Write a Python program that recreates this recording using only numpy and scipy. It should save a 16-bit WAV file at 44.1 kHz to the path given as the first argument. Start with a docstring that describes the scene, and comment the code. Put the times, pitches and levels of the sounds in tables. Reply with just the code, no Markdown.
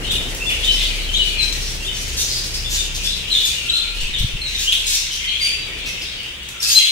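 """In an echoing aviary, a flock of small parrots feeds on the concrete floor.
Near birds whistle gliding near-sines and squawk in puffs of noise through a throat resonance.
The rest chatter in random short whistles; beaks and claws tick, and feathers rustle as noise.
Beating wings stir the air and drive low room resonances; close strokes push the air in single swings.
Sparse reflections return the birds' calls, over a steady faint wash of distant echoes."""
import sys
import numpy as np
from scipy import signal
from scipy.fft import rfft, irfft, next_fast_len
from scipy.io import wavfile
from scipy.ndimage import uniform_filter1d

SR = 44100
rng = np.random.default_rng(int(sys.argv[2]) if len(sys.argv) > 2 else 0)


def dump(signal):
    """Clip the signal to [-1, 1] and save it as 16-bit WAV at the path in sys.argv[1]."""
    limited = np.clip(np.atleast_2d(signal).T, -1, 1)
    pcm = np.round(limited * 32767).astype(np.int16)
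    wavfile.write(sys.argv[1], SR, pcm)


N = 304731

# Activity of the rest of the flock: t/s, chatter level/dB, feather rustle level/dB
FLOCK = [(0.0, -29, -37.5), (0.44, -48, -33), (0.67, -29, -29.5), (0.98, -35, -34), (1.38, -28, -34),
         (1.61, -40, -34), (1.92, -43, -34), (2.35, -42, -33.5), (3.19, -36, -38), (3.52, -32.5, -35.5),
         (4.43, -36.5, -42), (4.83, -35.5, -35), (5.45, -27.5, -38.5), (5.56, -33.5, -40.5),
         (6.59, -42.5, -49), (6.63, -41, -20.5), (6.79, -24, -19), (6.91, -35, -39)]


def gain_of(db):
    """Amplitude ratio is ten to the power of level/20."""
    return 10 ** (np.asarray(db) / 20)


def evened(x):
    """Normalization to unit rms, the root of the mean power."""
    return x / np.sqrt(np.mean(x ** 2) + 1e-20)


def read(points, hz):
    """Linear interpolation along a logarithmic frequency axis."""
    f, value = np.transpose(points)
    return np.interp(np.log(hz + 1), np.log(f + 1), value)


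def levels_over_time(table):
    """Linear interpolation in time of each level column, in dB."""
    s, *levels = np.transpose(table)
    t = np.arange(N) / SR
    return [np.interp(t, s, db) for db in levels]


def coloured(x, spectrum):
    """Linear filtering: the spectrum is multiplied by a frequency-dependent gain."""
    size = next_fast_len(x.shape[-1])
    hz = np.fft.rfftfreq(size, 1 / SR)
    filtered = irfft(rfft(x, size) * gain_of(read(spectrum, hz)), size)
    return filtered[..., :x.shape[-1]]


def resonate(x, hz, width_hz):
    """A damped resonance of peak gain 1, by heterodyning: shift down, smooth, shift back."""
    turn = np.exp(2j * np.pi * hz * np.arange(x.shape[-1]) / SR)
    r = np.exp(-np.pi * width_hz / SR)
    smooth = signal.lfilter([1 - r], [1, -r], x / turn)
    return 2 * (turn * smooth).real


def wander(count, hz):
    """Low-pass random motion of unit rms: white noise through two moving averages of 1/hz seconds."""
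    span = int(SR / hz)
    once = uniform_filter1d(rng.standard_normal(count), span)
    return evened(uniform_filter1d(once, span))


def pair():
    """Spatial coherence: two noises alike in the bass, unrelated in the treble, as at spaced microphones."""
    # Likeness of left and right: f/Hz, correlation (1 = identical)
    likeness = [(60, 0.89), (180, 0.88), (550, 0.62), (1650, 0.02), (4970, -0.01), (15000, 0.02)]
    left, other = rfft(rng.standard_normal((2, N)))
    same = np.clip(read(likeness, np.fft.rfftfreq(N, 1 / SR)), -1, 1)
    right = same * left + np.sqrt(1 - same ** 2) * other
    return irfft(np.array([left, right]), N)


def add(places, s, sound, pan_db):
    """Interaural-style cues: a random place, and a weaker, slightly later sound at the far microphone."""
    place, lag = places[rng.integers(len(places))], rng.integers(20)  # lag in samples
    for side, sign in enumerate((1, -1)):
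        start = max(round(s * SR), 0) + lag * (sign * pan_db < 0)
        part = place[side, start:][:len(sound)]
        part += gain_of(sign * pan_db / 2) * sound[:len(part)]


def whistle(length, start_hz, end_hz, db, overtone_db, waver_hz):
    """Frequency modulation: a gliding syrinx tone with weak harmonics; a wavering note also throbs."""
    count = max(int(length * SR), 200)
    hz = np.linspace(start_hz, end_hz, count) + waver_hz * wander(count, 327.0)
    turn = 2 * np.pi * np.cumsum(hz) / SR
    overtones = np.sin(2 * turn) + .25 * np.sin(3 * turn)
    tone = np.sin(turn) + gain_of(overtone_db) * overtones
    throb_db = .05 * waver_hz * wander(count, 300.)
    return gain_of(db + throb_db) * tone * signal.windows.tukey(count, .6)


def far_birds():
    """Random superposition: short glides at random moments and pitches, following the flock's level."""
    notes_per_s, centre_hz, spread_octaves = 190., 2950., .58  # spread: greatest shift up or down
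    level_db = levels_over_time(FLOCK)[0]
    places = np.zeros((3, 2, N))
    draws = rng.random((2000, 6))
    for moment, size, low, high, glide, span in draws[:int(notes_per_s * N / SR)]:
        hz = centre_hz * 2 ** (spread_octaves * (low + high - 1))
        end_hz = hz * (1 + .45 * (glide - .4))
        note = whistle(.008 + .025 * span, hz, end_hz, 9. * size, -18., 80.)
        add(places, moment * N / SR, note, 3.5)
    return evened(places) * gain_of(level_db)


def feather_rustle():
    """Friction noise: broadband feather sound whose level flickers and follows the flock."""
    # Colour of the rustle: f/Hz, relative level/dB
    feather_colour = [(2500., -20), (4500., 4), (6500., 0.5), (10000., -4), (15500., -15)]
    level_db = levels_over_time(FLOCK)[1]
    return gain_of(level_db + 2.0 * wander(N, 42.0)) * evened(coloured(pair(), feather_colour))


def distant_wash():
    """Diffuse field: steady coloured noise stands for many merged distant echoes."""
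    # Colour of the wash: f/Hz, relative level/dB
    wash_colour = [(530, -31.5), (900, -13), (1260, -11.5), (2790, 1), (3680, -7.5), (4950, -26.5),
                   (8080, -18), (14500, -36), (15600, -17.5)]
    return gain_of(-35.5) * evened(coloured(pair(), wash_colour))


def wings():
    """Forced resonance: beat-modulated noise excites room modes, beside a low boom and a flutter."""
    # Wing activity: t/s, boom level/dB, thrum level/dB, flutter level/dB
    activity = [(0.0, -31.5, -34.5, -29.5), (0.8, -25.5, -39, -34.5), (2.3, -34, -33.5, -36.5),
                (2.98, -27.5, -36, -38.5), (3.71, -45, -40.5, -41), (4.0, -28.5, -44, -41),
                (4.18, -37, -33.5, -41), (4.83, -35, -44.5, -42.5), (5.3, -39.5, -44, -46),
                (5.75, -40.5, -44, -36.5), (6.91, -66, -49.5, -48.5)]
    # Resonances of the room: f/Hz, width of each of two passes/Hz, relative level/dB
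    modes = [(64.2, 12.3, -1), (121.1, 13.8, -7), (178.5, 3.5, -15.5)]
    # Colour of the flutter: f/Hz, relative level/dB
    flutter_colour = [(12, -49), (20, -11), (43, -9.5), (148, -17.5), (275, -20.5), (396, -18.5),
                      (1100, -32), (2000, -26), (2600, -35), (4400, -120)]
    beats_per_s, boom_hz = 15., 34.3  # mean rates; the boom is the lowest resonance of the room
    boom_gain, thrum_gain, flutter_gain = (gain_of(db) for db in levels_over_time(activity))

    beat_rate = beats_per_s * (1 + 0.143 * wander(N, 2.28))
    beats = 1 + 0.15 * np.sin(2 * np.pi * np.cumsum(beat_rate) / SR)

    boom_turn = 2 * np.pi * np.cumsum(boom_hz * (1 + 0.0445 * wander(N, 7.7))) / SR
    boom = np.sin(boom_turn + np.array([[0], [.6]]))  # right side leads by 0.6 rad
    boom_swell = gain_of(1.8 * wander(N, 6.4))

    push = pair() * beats
    thrum = sum(gain_of(db) * evened(resonate(resonate(push, hz, width), hz, width))
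                for hz, width, db in modes)
    flutter = evened(coloured(pair() * beats, flutter_colour))
    return boom_gain * boom_swell * evened(boom) + thrum_gain * evened(thrum) + flutter_gain * flutter


def squawk(length, db, throat_hz, throat_db):
    """Source and filter: uneven snaps of the syrinx puff noise through a throat resonance."""
    # Colour of the rasp: f/Hz, relative level/dB for a cry of -27 dB
    rasp_colour = [(590, -43), (1000, -21), (1300, -27.5), (1680, -8), (2130, -15.5), (3580, 1),
                   (4400, -0.5), (6350, -3), (15600, -18)]
    count = max(int(length * SR), 200)
    turns = np.cumsum(380. * (1 + 0.38 * wander(count, 200.))) / SR  # mean of 380 snaps per second
    puffs = (0.37 + np.exp(-(turns % 1) / 0.31)) * rng.standard_normal(count)

    width_hz = .25 * throat_hz
    throat = resonate(resonate(puffs, throat_hz, width_hz), throat_hz, width_hz)
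    tilt_db = 0.14 * (db + 27.0)  # per octave: softer cries are duller
    colour = [(hz, rasp_db + tilt_db * np.log2(hz / 5000.)) for hz, rasp_db in rasp_colour]
    cry = evened(coloured(puffs, colour)) + gain_of(throat_db) * evened(throat)
    return gain_of(db + 1.8 * wander(count, 45.0)) * evened(cry) * signal.windows.tukey(count, .6)


def tick(db, hz):
    """Impact: a beak or claw on a hard surface gives a brief, broadly resonant, decaying noise."""
    t = np.arange(700) / SR
    shape = np.minimum(t / 0.0032, 1) * gain_of(db - 60 * t / 0.038)  # rise 3.2 ms, t60 38 ms
    return shape * evened(resonate(rng.standard_normal(len(t)), hz, 0.5 * hz))


def near_birds():
    """Direct-to-reverberant ratio: each call feeds the walls and also arrives straight."""
    # Whistled notes: t/s, length/s, start f/Hz, end f/Hz, level/dB
    notes = [(0.039, 0.056, 2890, 3170, -27), (0.086, 0.037, 3030, 4030, -19.5),
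             (0.107, 0.076, 3460, 3770, -29.5), (0.123, 0.061, 2990, 2970, -26),
             (0.172, 0.05, 3480, 3800, -30), (0.388, 0.07, 2500, 2850, -22),
             (0.456, 0.051, 3450, 3530, -18), (0.522, 0.047, 2700, 3020, -25.5),
             (0.631, 0.029, 2905, 4080, -19), (0.659, 0.06, 3880, 3940, -26),
             (0.672, 0.055, 3060, 3040, -14), (0.754, 0.036, 3000, 3880, -24),
             (0.787, 0.059, 2980, 2990, -26), (1.086, 0.023, 2970, 3140, -21.5),
             (1.127, 0.063, 2850, 4280, -16.5), (1.17, 0.03, 3770, 3630, -29),
             (1.181, 0.061, 3080, 2896, -16.5), (1.377, 0.08, 4270, 3870, -17.5),
             (1.795, 0.04, 2710, 2840, -28.5), (1.842, 0.042, 3340, 3720, -23),
             (1.878, 0.026, 3100, 3080, -20), (2.641, 0.039, 3520, 3580, -23.5),
             (2.773, 0.047, 3580, 3536, -21.5), (3.038, 0.061, 3480, 3520, -23),
             (3.085, 0.054, 4000, 3890, -25), (3.274, 0.04, 2630, 3420, -23),
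             (3.299, 0.0097, 3460, 4280, -19.5), (3.305, 0.038, 4150, 3930, -17.5),
             (3.339, 0.04, 3630, 3513, -14.5), (3.382, 0.062, 3553, 3510, -23),
             (3.431, 0.042, 3560, 3486, -19), (3.448, 0.019, 6680, 6710, -22),
             (3.545, 0.063, 2860, 2890, -26), (3.598, 0.34, 1392, 1382, -36.5),
             (3.657, 0.021, 2760, 2730, -26.5), (3.684, 0.014, 2860, 3870, -22.5),
             (3.694, 0.018, 3820, 3906, -13), (3.721, 0.064, 4090, 4120, -17.5),
             (3.743, 0.043, 3570, 3550, -18.5), (3.952, 0.081, 2785, 2970, -28.5),
             (4.132, 0.029, 3750, 3594, -18.5), (4.136, 0.077, 3054, 2960, -25),
             (4.142, 0.028, 3330, 3410, -21.5), (4.16, 0.041, 5900, 5630, -37),
             (4.401, 0.057, 4150, 4120, -23.5), (4.458, 0.025, 3830, 3830, -21),
             (4.542, 0.032, 3780, 3675, -20.5), (4.616, 0.1, 2860, 2800, -23),
             (4.668, 0.04, 2990, 3306, -14.5), (5.096, 0.052, 3070, 3055, -24),
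             (5.23, 0.08, 3070, 3150, -20), (5.314, 0.071, 3130, 3540, -25),
             (5.397, 0.096, 4756, 4600, -17.5), (5.858, 0.026, 2660, 2620, -20.5),
             (5.957, 0.04, 2620, 2700, -28), (6.049, 0.045, 3810, 3850, -31),
             (6.474, 0.21, 1374, 1337, -38.5), (6.601, 0.0082, 5490, 5470, -23),
             (6.635, 0.076, 2610, 2695, -25.5), (6.709, 0.037, 6650, 6300, -17),
             (6.746, 0.051, 4060, 4127, -10), (6.779, 0.039, 3250, 3160, -16),
             (6.821, 0.032, 3400, 3530, -30), (6.864, 0.024, 3370, 3436, -17.5)]
    # Harsh squawks: t/s, length/s, level/dB, throat f/Hz
    squawks = [(0.107, 0.023, -18, 3450), (0.486, 0.057, -18.5, 2650), (0.637, 0.035, -33, 6420),
               (0.694, 0.091, -27, 5320), (.77, 0.089, -22.5, 3540), (1.116, 0.043, -35, 5960),
               (1.408, 0.052, -27.5, 5440), (1.519, 0.027, -23, 6140), (1.597, 0.12, -29.5, 5570),
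               (1.929, 0.073, -27.5, 6060), (1.997, 0.18, -34.5, 6700), (2.161, 0.077, -19, 6150),
               (2.259, 0.16, -25, 4770), (2.432, 0.021, -25, 5760), (2.534, 0.04, -22.5, 5100),
               (2.686, 0.1, -22, 6800), (2.939, 0.036, -22.5, 6200), (3.026, 0.055, -21, 5130),
               (3.301, 0.16, -21, 3500), (3.439, 0.052, -22, 8640), (3.696, 0.042, -36, 7400),
               (3.718, 0.083, -29, 3700), (3.999, 0.034, -27.5, 7650), (4.178, 0.032, -21, 3550),
               (4.443, 0.16, -33, 6200), (4.569, 0.092, -21.5, 6800), (4.718, 0.021, -11.5, 3190),
               (4.851, 0.076, -18, 7040), (4.921, 0.047, -17, 5700), (5.1, 0.095, -28, 5800),
               (5.405, 0.075, -28, 6960), (5.85, 0.059, -28, 5540), (6.006, 0.046, -31, 5100),
               (6.224, 0.05, -33.5, 2780), (6.619, 0.038, -17.5, 5200), (6.68, 0.054, -15.5, 4830),
               (6.837, 0.056, -17, 3300)]
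    # Beaks and claws on hard surfaces: t/s, level before decay/dB, colour f/Hz
    taps = [(0.116, -16, 9300), (0.346, -18, 7050), (5.928, -32, 12000.), (6.197, -38, 11900),
            (6.23, -25, 3370), (6.429, -30, 5000.), (6.486, -20.5, 6500)]
    typical_hz, typical_db = 3300., -20.  # reference note
    throat_ref_hz = 3300.
    cry_direct_db = -2  # direct sound of squawks and ticks, relative to that sent to the walls
    birds = []
    for s, length, start_hz, end_hz, db in notes:
        louder_db = db - typical_db
        # higher notes carry stronger overtones
        overtone_db = min(-25 + 24.5 * np.log2(end_hz / typical_hz), -8.)
        # louder notes hold their pitch better
        waver_hz = np.clip(66.6 - 6. * louder_db, 8., 80.) * min(end_hz / typical_hz, 1)
        note = whistle(length, start_hz, end_hz, db, overtone_db, waver_hz)
        direct_db = -1. + 0.47 * louder_db  # louder notes come from closer birds
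        birds.append((s, note, direct_db, rng.normal(3.9, 2.9)))
    for s, length, db, hz in squawks:
        # a low throat rings strongly, a high one hardly colours the rasp
        throat_db = 7 - 18 * np.log2(hz / throat_ref_hz)
        birds.append((s, squawk(length, db, hz, throat_db), cry_direct_db, 1.8))
    for s, db, hz in taps:
        birds.append((s, tick(db, hz), cry_direct_db, 1.8))

    places, direct = np.zeros((3, 2, N)), np.zeros((1, 2, N))
    for s, sound, direct_db, pan_db in birds:
        add(places, s, sound, pan_db)
        add(direct, s, gain_of(direct_db) * sound, pan_db)
    return places, direct[0]


def gusts():
    """Bipolar pressure pulse: a close wing stroke swings the air both ways, with turbulence."""
    # Wing wash buffeting the microphone: t/s, level/dB, Gaussian stroke width/s, signed swing factor
    strokes = [(4.039, -13, 0.01, -1.5), (4.098, -10, 0.0052, -0.78), (4.211, 1.5, 0.0038, 0.46),
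               (4.246, 2, 0.0077, 0.29), (4.349, -8, 0.0074, 0.64)]
    t = np.arange(N) / SR
    # turbulence colour: f/Hz, relative level/dB
    swirl_colour = [(8., 7.0), (40., 10.0), (150., 3.0), (400., -25.0), (900., -81.0)]
    swirl = evened(coloured(pair(), swirl_colour))
    total = np.zeros((2, N))
    for s, db, width, way in strokes:
        u = (t - s) / width
        total += gain_of(db) * np.exp(-u ** 2 / 2) * (way * u * .6 + .1 * swirl)
    return total


def room(places):
    """Reverberation: sparse reflections, different for each place, decay at a rate set by frequency."""
    # Reverberation time: f/Hz, t60/s
    echo_times = [(1000., 0.43), (3000., 0.56), (6000., 0.73), (12000., 0.38)]
    taps = np.zeros((len(places), 2, SR))
    jitter = rng.integers(0, 20, (len(places), 2, (SR - 301) // 20))
    at = np.arange(300, SR - 20, 20) + jitter  # one reflection in every 20 samples
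    np.put_along_axis(taps, at, rng.choice([-1., 1.], at.shape), 2)
    hz, t, z = signal.stft(taps, SR, nperseg=256)
    decay = gain_of(-60 * t / read(echo_times, hz)[:, None])
    tail = signal.istft(z * decay, SR, nperseg=256)[1]
    tail[..., :300] = 0  # nothing returns before the nearest wall answers
    tail = tail / np.linalg.norm(tail[0, 0])
    return signal.fftconvolve(places, tail, axes=2)[..., :N].sum(0)


def scene():
    """Linear superposition of direct calls, their echoes, wash, rustle and moving air."""
    far = far_birds()
    near, straight = near_birds()
    direct = straight + gain_of(-7) * far.sum(0)  # far birds are mostly echo
    moving_air = (wings() + gusts()) * gain_of([[.9], [-.9]])  # left is 1.8 dB stronger
    return direct + room(near + far) + distant_wash() + feather_rustle() + moving_air


def record(dry):
    """Amplitude limiting at full scale, then band limiting by a linear-phase low-pass filter."""
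    edge_hz = 15750
    held = np.clip(dry, -1, 1)
    low_pass = signal.firwin(1535, edge_hz, window=("kaiser", 10), fs=SR)
    return signal.oaconvolve(held, low_pass[None], "same")


dry = scene()
out = record(dry)
dump(out)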